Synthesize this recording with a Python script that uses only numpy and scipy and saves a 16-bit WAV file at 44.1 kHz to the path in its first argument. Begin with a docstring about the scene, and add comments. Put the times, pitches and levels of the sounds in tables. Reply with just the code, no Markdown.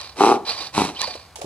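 """A dry click and the end of a wheezy in-breath come first, then a donkey brays hoarsely beside a field.
Two rattling grunts go out, each a train of throat pulses ringing the airway, with rushing air around them.
The wheezes between and after are noise drawn through wavering resonances; thin gliding tones break from them.
Clicks and scuffs, short noise bursts, sound close to the two microphones.
A faint scatter and quiet open air, both made of shaped noise, lie behind."""
import sys
import numpy as np
from scipy import signal
from scipy.fft import rfft, irfft
from scipy.io import wavfile

SR = 44100
rng = np.random.default_rng(int(sys.argv[2]) if len(sys.argv) > 2 else 0)


def to_wav(s):
    """Save 16-bit WAV."""
    ch = np.atleast_2d(s).T  # columns
    pcm = np.round(np.clip(ch, -1, 1) * 32767)  # PCM
    wavfile.write(sys.argv[1], SR, pcm.astype(np.int16))


N = 63945
T = np.arange(N) / SR


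def amp(db):
    """Decibels to gain."""
    return 10 ** (np.asarray(db) / 20)


def unit(x):
    """Scales to rms 1."""
    return x / np.sqrt(np.mean(x ** 2) + 1e-20)


def read(points, hz, axis=1):
    """Reads a column of a table along log frequency."""
    p = np.array(points, float)
    return np.interp(np.log(hz + 1), np.log(p[:, 0] + 1), p[:, axis])


def level(points, axis=1):
    """Gain from a dB curve over time, silent outside it."""
    p = np.array(points, float)
    return amp(np.interp(T, p[:, 0], p[:, axis], left=-np.inf, right=-np.inf))


def colour(x, points, size=4096):
    """Causal (minimum-phase) filter of energy 1 with the given spectrum."""
    log_gain = np.log(amp(read(points, abs(np.fft.fftfreq(size, 1 / SR)))))
    ring = np.fft.ifft(np.exp(np.conj(signal.hilbert(log_gain)))).real[:size // 2]
    ring = ring / np.linalg.norm(ring)
    return signal.fftconvolve(np.atleast_2d(x), ring[None], axes=1)[:, :N]


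def drift(rate_hz):
    """Random wandering of rms 1, smooth above the given rate."""
    softening = 1 + (np.fft.rfftfreq(N, 1 / SR) / rate_hz) ** 4
    return unit(irfft(rfft(rng.standard_normal(N)) / softening, N))


def resonate(x, hz, width_hz):
    """A resonance of gain 1 that follows a pitch curve: shift to zero frequency, smooth, shift back."""
    turn = np.exp(2j * np.pi * np.cumsum(hz * np.ones(N)) / SR)
    r = np.exp(-np.pi * width_hz / SR)
    return 2 * (turn * signal.lfilter([1 - r], [1, -r], x / turn)).real


def burst(start, rise_s, decay_s):
    """Quick rise, exponential fall."""
    t = np.maximum(T - start, 0)
    return np.minimum(t / rise_s, 1) * np.exp(-t / decay_s)


def throat_pulses(turns, strong_s):
    """Uneven throat pulses, every third the strongest, and the beat position counted from a strong one."""
    # Strength of each pulse in the cycle of three, in dB before shimmer.
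    beat_db = [0, -2, -4.5]
    jitter_s, shimmer_db = .00022, 1.5  # rms unevenness of timing and strength
    turns = turns - np.interp(strong_s, T, turns)
    beats = np.arange(np.ceil(turns[0]) + 1, np.floor(turns[-1]) - 1).astype(int)
    chance = rng.standard_normal((len(beats), 2))
    at = np.interp(beats, turns, T) + jitter_s * chance[:, 0]
    strength_db = np.array(beat_db)[beats % len(beat_db)] + shimmer_db * chance[:, 1]
    pulses = np.zeros(N)
    pulses[np.clip(np.round(at * SR).astype(int), 0, N - 1)] = amp(strength_db)
    return pulses, turns


def smear(x, hz=597, width_hz=574):
    """The long airway delays a band, spreading each pulse: two equal all-pass stages."""
    r = np.exp(-np.pi * width_hz / SR)
    poles = [1, -2 * r * np.cos(2 * np.pi * hz / SR), r * r]
    poles = np.convolve(poles, poles)
    return signal.lfilter(poles[::-1], poles, x)


def grunt(effort, rate, strong_s, throat, voice_db, air_db, rough, puff, soft_db):
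    """Slow throat pulses ring the airway and quivering mouth and chop the escaping air."""
    # Rushing out-breath. Each row: frequency in Hz, relative level in dB per Hz.
    air_out = [(200,-2),(1000,7),(1750,-5),(2500,3),(3450,-4),(4000,4.5),(4700,-4.5),(5900,-1.5),(6800,-10.5),(7900,-5),(9000,-20.5),(9700,-10),(11200,-12),(12600,-36)]
    pulses, turns = throat_pulses(np.cumsum(np.interp(T, *np.transpose(rate))) / SR, strong_s)
    gate = np.exp(-(turns % 1) / 0.35)  # air escapes most just after each beat
    hoarse = unit(pulses) + rough * unit((0.048 + gate) * rng.standard_normal(N))

    # Around and below soft_db of effort the voice turns dull and breathy.
    strength = level(effort)
    edge = strength ** 2 / (strength ** 2 + amp(soft_db) ** 2)
    slack = signal.lfilter(*signal.butter(1, 605, fs=SR), rng.standard_normal(N))  # low-pass, Hz
    drive = (edge * hoarse + (1 - edge) * slack) * strength

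    voice = colour(smear(drive), throat) * [[1], [0]]  # no share unrelated between the microphones
    mouth_hz = 850 * (1 + .07 * drift(40))
    voice = voice + .5 * resonate(voice, mouth_hz, width_hz=130)
    voice = voice + resonate(voice, 395, width_hz=14)  # a low chest ring outlasts the pulses
    chopped = unit((1 + puff * gate) * rng.standard_normal((2, N)))
    air = colour(chopped * level(effort, axis=2), air_out)
    return amp(voice_db) * voice + amp(air_db) * air


def first_grunt():
    """The first rattling out-breath, its pulses quickening before they ease."""
    # Out-breath. Each row: time in seconds, voice in dB, rushing air in dB, both before the trims below.
    effort = [(.152,-54,-58),(.166,-44,-42),(.208,-13,-27),(.255,-14,-25),(.32,-12,-29),(.335,-18,-33),(.362,-21,-38),(.385,-28,-52),(.45,-38,-60)]
    # Pulse rate of the throat. Each row: time in seconds, rate in Hz.
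    rate = [(0.203,104.1),(0.247,102.9),(0.272,115.2),(0.321,121.4),(0.439,116.4)]
    # Throat colour. Each row: frequency in Hz, relative level in dB per Hz.
    throat = [(50,-49),(140,-15.5),(220,-5.5),(330,2),(430,2),(560,-13.5),(720,-1),(840,3.5),(980,-6),(1170,-0.5),(1420,-12.5),(1650,-28),(14000,-76)]
    return grunt(effort, rate, strong_s=.2068, throat=throat,
                 voice_db=1.0, air_db=2, rough=.22, puff=1.4, soft_db=-18)


def second_grunt():
    """The second out-breath, rougher and airier, its pulses slowing and then recovering."""
    # Out-breath. Each row: time in seconds, voice in dB, rushing air in dB, both before the trims below.
    effort = [(.726,-53,-54),(.746,-41,-35),(.779,-17.5,-28.5),(.8,-21,-28.5),(.819,-16.5,-26.5),(.83,-27,-33),(.851,-21,-30),(.865,-30,-36),(.9,-29.5,-39),(.915,-35,-48),(.96,-41,-55)]
    # Pulse rate of the throat. Each row: time in seconds, rate in Hz.
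    rate = [(0.758,105.4),(0.798,103.3),(0.832,90.2),(0.902,106.6)]
    # Throat colour. Each row: frequency in Hz, relative level in dB per Hz.
    throat = [(50,-23),(170,-1.5),(280,1),(430,-3),(540,-15),(720,-3),(920,-2),(1110,-8),(1400,-12.5),(1700,-24),(14000,-61)]
    return grunt(effort, rate, strong_s=.778, throat=throat,
                 voice_db=-1.0, air_db=6.0, rough=.3, puff=1.0, soft_db=-27.5)


def wheezes(flutter_db=2.2, flutter_hz=90, pipe_width_hz=150, pipe_waver=.004):
    """Air drawn in through a narrow, fluttering airway whose resonances waver."""
    # In-breaths, one list each. Each row: time in seconds, level in dB before flutter and resonances.
    breaths = [
        [(0,-36.5),(.1,-43),(.15,-56.5)],
        [(.45,-38.5),(.468,-32),(.495,-25),(.535,-31.5),(.675,-33),(.72,-56)],
        [(.94,-47.5),(.985,-35.5),(1.015,-28),(1.09,-33.5),(1.19,-45.5),(1.34,-61.5)],
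    ]
    # Rushing in-breath. Each row: frequency in Hz, relative level in dB per Hz.
    air_in = [(120,-20.5),(800,-0.5),(1400,-8),(3400,-6),(4100,0.5),(4750,2),(5120,-15),(5600,-3),(6500,-19),(8200,-15.5),(9000,-51),(9800,-14.5),(12700,-35.5)]
    # Narrow resonances of the airway. Each row: centre in Hz before waver, gain in dB.
    pipes = [(1070,8),(2390,7),(3620,3),(4010,11),(4670,15)]
    flutter = amp(flutter_db * drift(flutter_hz))
    air = sum(level(breath) for breath in breaths) * flutter * rng.standard_normal((2, N))
    out = colour(air, air_in)
    for centre_hz, db in pipes:
        hz = centre_hz * (1 + pipe_waver * drift(6))
        once = resonate(air, hz, pipe_width_hz)
        out = out + amp(db) * resonate(once, hz, pipe_width_hz)
    return out


def whistles(waver=.022, waver_hz=300, flicker_db=3):
    """Hoots and whistles in the narrowed airway: short unsteady sines that swell and glide."""
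    # Each row: start in seconds, length in seconds, start in Hz, end in Hz, peak level in dB before flicker.
    tones = [(.325,.05,860,760,-25),(.475,.05,1020,1120,-33),(.47,.05,3950,4300,-30),(.475,.055,4850,4600,-28),(.957,.028,2930,3250,-34),(.985,.04,3650,4600,-30),(1.01,.04,1650,2020,-33),(1.02,.035,1130,860,-30),(1.06,.075,790,700,-39),(1.02,.055,4700,4350,-29),(1.075,.07,4650,4430,-36)]
    out = np.zeros((2, N))
    for start, length, from_hz, to_hz, db in tones:
        u = np.clip((T - start) / length, 0, 1)
        hz = (from_hz + (to_hz - from_hz) * u) * (1 + waver * drift(waver_hz))
        tone = np.sqrt(2) * np.sin(2 * np.pi * np.cumsum(hz) / SR)
        out[0] += amp(db + flicker_db * drift(waver_hz)) * np.sin(np.pi * u) * tone
    return out


def ports(pair):
    """Places a sound (first row) at the two microphones; the second row is its unrelated share."""
    # The animal at the microphones. 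Each row: frequency in Hz, left-right in dB, radians the left leads.
    bearing = [(190,0.5,0),(460,-0.5,0.5),(620,4.5,-1.25),(930,0,0.45),(2700,-1.5,1.03),(4100,-5,1.4),(5000,-10,2),(5960,-5,3.5),(7900,-5,3.5),(8430,3,7.5),(9860,12,4),(13200,-2.5,3.5)]
    hz = np.fft.rfftfreq(N, 1 / SR)
    shared, unrelated = rfft(pair)
    same = 1 / (1 + (hz / 10700) ** 2)  # the microphones hear less alike towards the treble
    tilt = amp(read(bearing, hz) / 2)
    turn = np.exp(1j * read(bearing, hz, axis=2))
    shared = shared * np.sqrt((1 + same) / 2)
    unrelated = unrelated * np.sqrt((1 - same) / 2)
    left = (shared + unrelated) * tilt * turn
    right = (shared - unrelated) / tilt
    return irfft(np.array([left, right]) / np.sqrt((tilt ** 2 + tilt ** -2) / 2), N)


def clicks(decay_s=0.00054):
    """Tiny dry snaps near the microphones: noise that dies within a few milliseconds."""
    # Each row: start in seconds, level in dB, left-right in dB.
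    snaps = [(0.0137,-19,1),(1.0168,-7,-8),(1.141,-27,2)]
    # Click colour. Each row: frequency in Hz, relative level in dB per Hz.
    snap_colour = [(100,-14),(700,-3),(4500,3),(7500,-6),(11000,-10),(13000,-36)]
    out = np.zeros((2, N))
    for start, db, pan in snaps:
        noise = amp(db) * burst(start, .0001, decay_s) * rng.standard_normal((2, N))
        out += colour(noise, snap_colour) * amp([[pan / 2], [-pan / 2]])
    return out


def scuffs(rise_s=0.0029, grain_db=4, lag_s=0.00024, width_hz=400):
    """Soft thuds, each with its own hollow pitch, and a gritty crackle, a little to the right."""
    # Each row: start in seconds, thud pitch in Hz, thud level in dB, grit level in dB, decay in seconds.
    knocks = [(1.074,530,-28,-40,0.01),(1.15,590,-26.5,-41,0.0063),(1.356,714,-36,-33.5,0.017),(1.385,547,-36,-43,0.021),(1.414,570,-27.5,-33.5,0.017),(1.4425,237,-24,-46,0.0072)]
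    # Grit colour. Each row: frequency in Hz, relative level in dB per Hz.
    grit_colour = [(500,-31),(2500,5),(7700,6.5),(9000,-0.5),(10700,1.5),(12500,-13)]
    thud, grit = np.zeros(N), np.zeros(N)
    for start, hz, thud_db, grit_db, decay_s in knocks:
        shape = burst(start, rise_s, decay_s)
        hollow = resonate(resonate(rng.standard_normal(N), hz, width_hz), hz, width_hz)
        thud += amp(thud_db) * shape * unit(hollow)
        grit += amp(grit_db) * shape
    grit = grit * unit(amp(grain_db * drift(710)))  # the crackle's grain
    crackle = colour(grit * rng.standard_normal((2, N)), grit_colour) * amp([[-2], [2]])
    late_left = np.interp(T - lag_s, T, thud)
    return np.array([late_left, thud]) + crackle


def surroundings(x, t60_s=.25, tail_db=-16):
    """A faint short scatter from the ground and nearby things: decaying noise convolved with the sound."""
    t = T[:SR // 2]
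    tail = rng.standard_normal((2, len(t))) * amp(-60 * t / t60_s) * (t > .004)  # gap in seconds
    tail = tail[0] + .5 * tail[1] * np.array([[1], [-1]])
    return amp(tail_db) * signal.fftconvolve(x, tail / np.linalg.norm(tail[0]), axes=1)[:, :N]


def field(apart=0.22, shared_db=-49.5):
    """Quiet rumble and hiss of the open air: noise mostly shared by the microphones."""
    # Open air. Each row: frequency in Hz, relative level in dB per Hz.
    open_air = [(25,-18),(70,10),(130,-1),(350,-9.5),(800,-3.5),(1500,-10.5),(11000,-24.5),(14000,-33)]
    noise = rng.standard_normal(N) + apart * rng.standard_normal((2, N))
    return amp(shared_db) * colour(noise, open_air)


def scene():
    """The donkey, small noises close by, their scatter and the field."""
    donkey = first_grunt() + second_grunt() + wheezes() + whistles()
    near = ports(donkey) + clicks() + scuffs()
    return near + surroundings(near) + field()


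def record(dry, low_cut_hz=50, edge_hz=15800):
    """The microphones' bass cut and the upper band limit."""
    dry = signal.sosfilt(signal.butter(2, low_cut_hz, "high", fs=SR, output="sos"), dry)
    band_limit = signal.firwin(511, edge_hz, window=("kaiser", 9), fs=SR)
    return signal.oaconvolve(dry, band_limit[None], "same")


dry = scene()
out = record(dry)
to_wav(out)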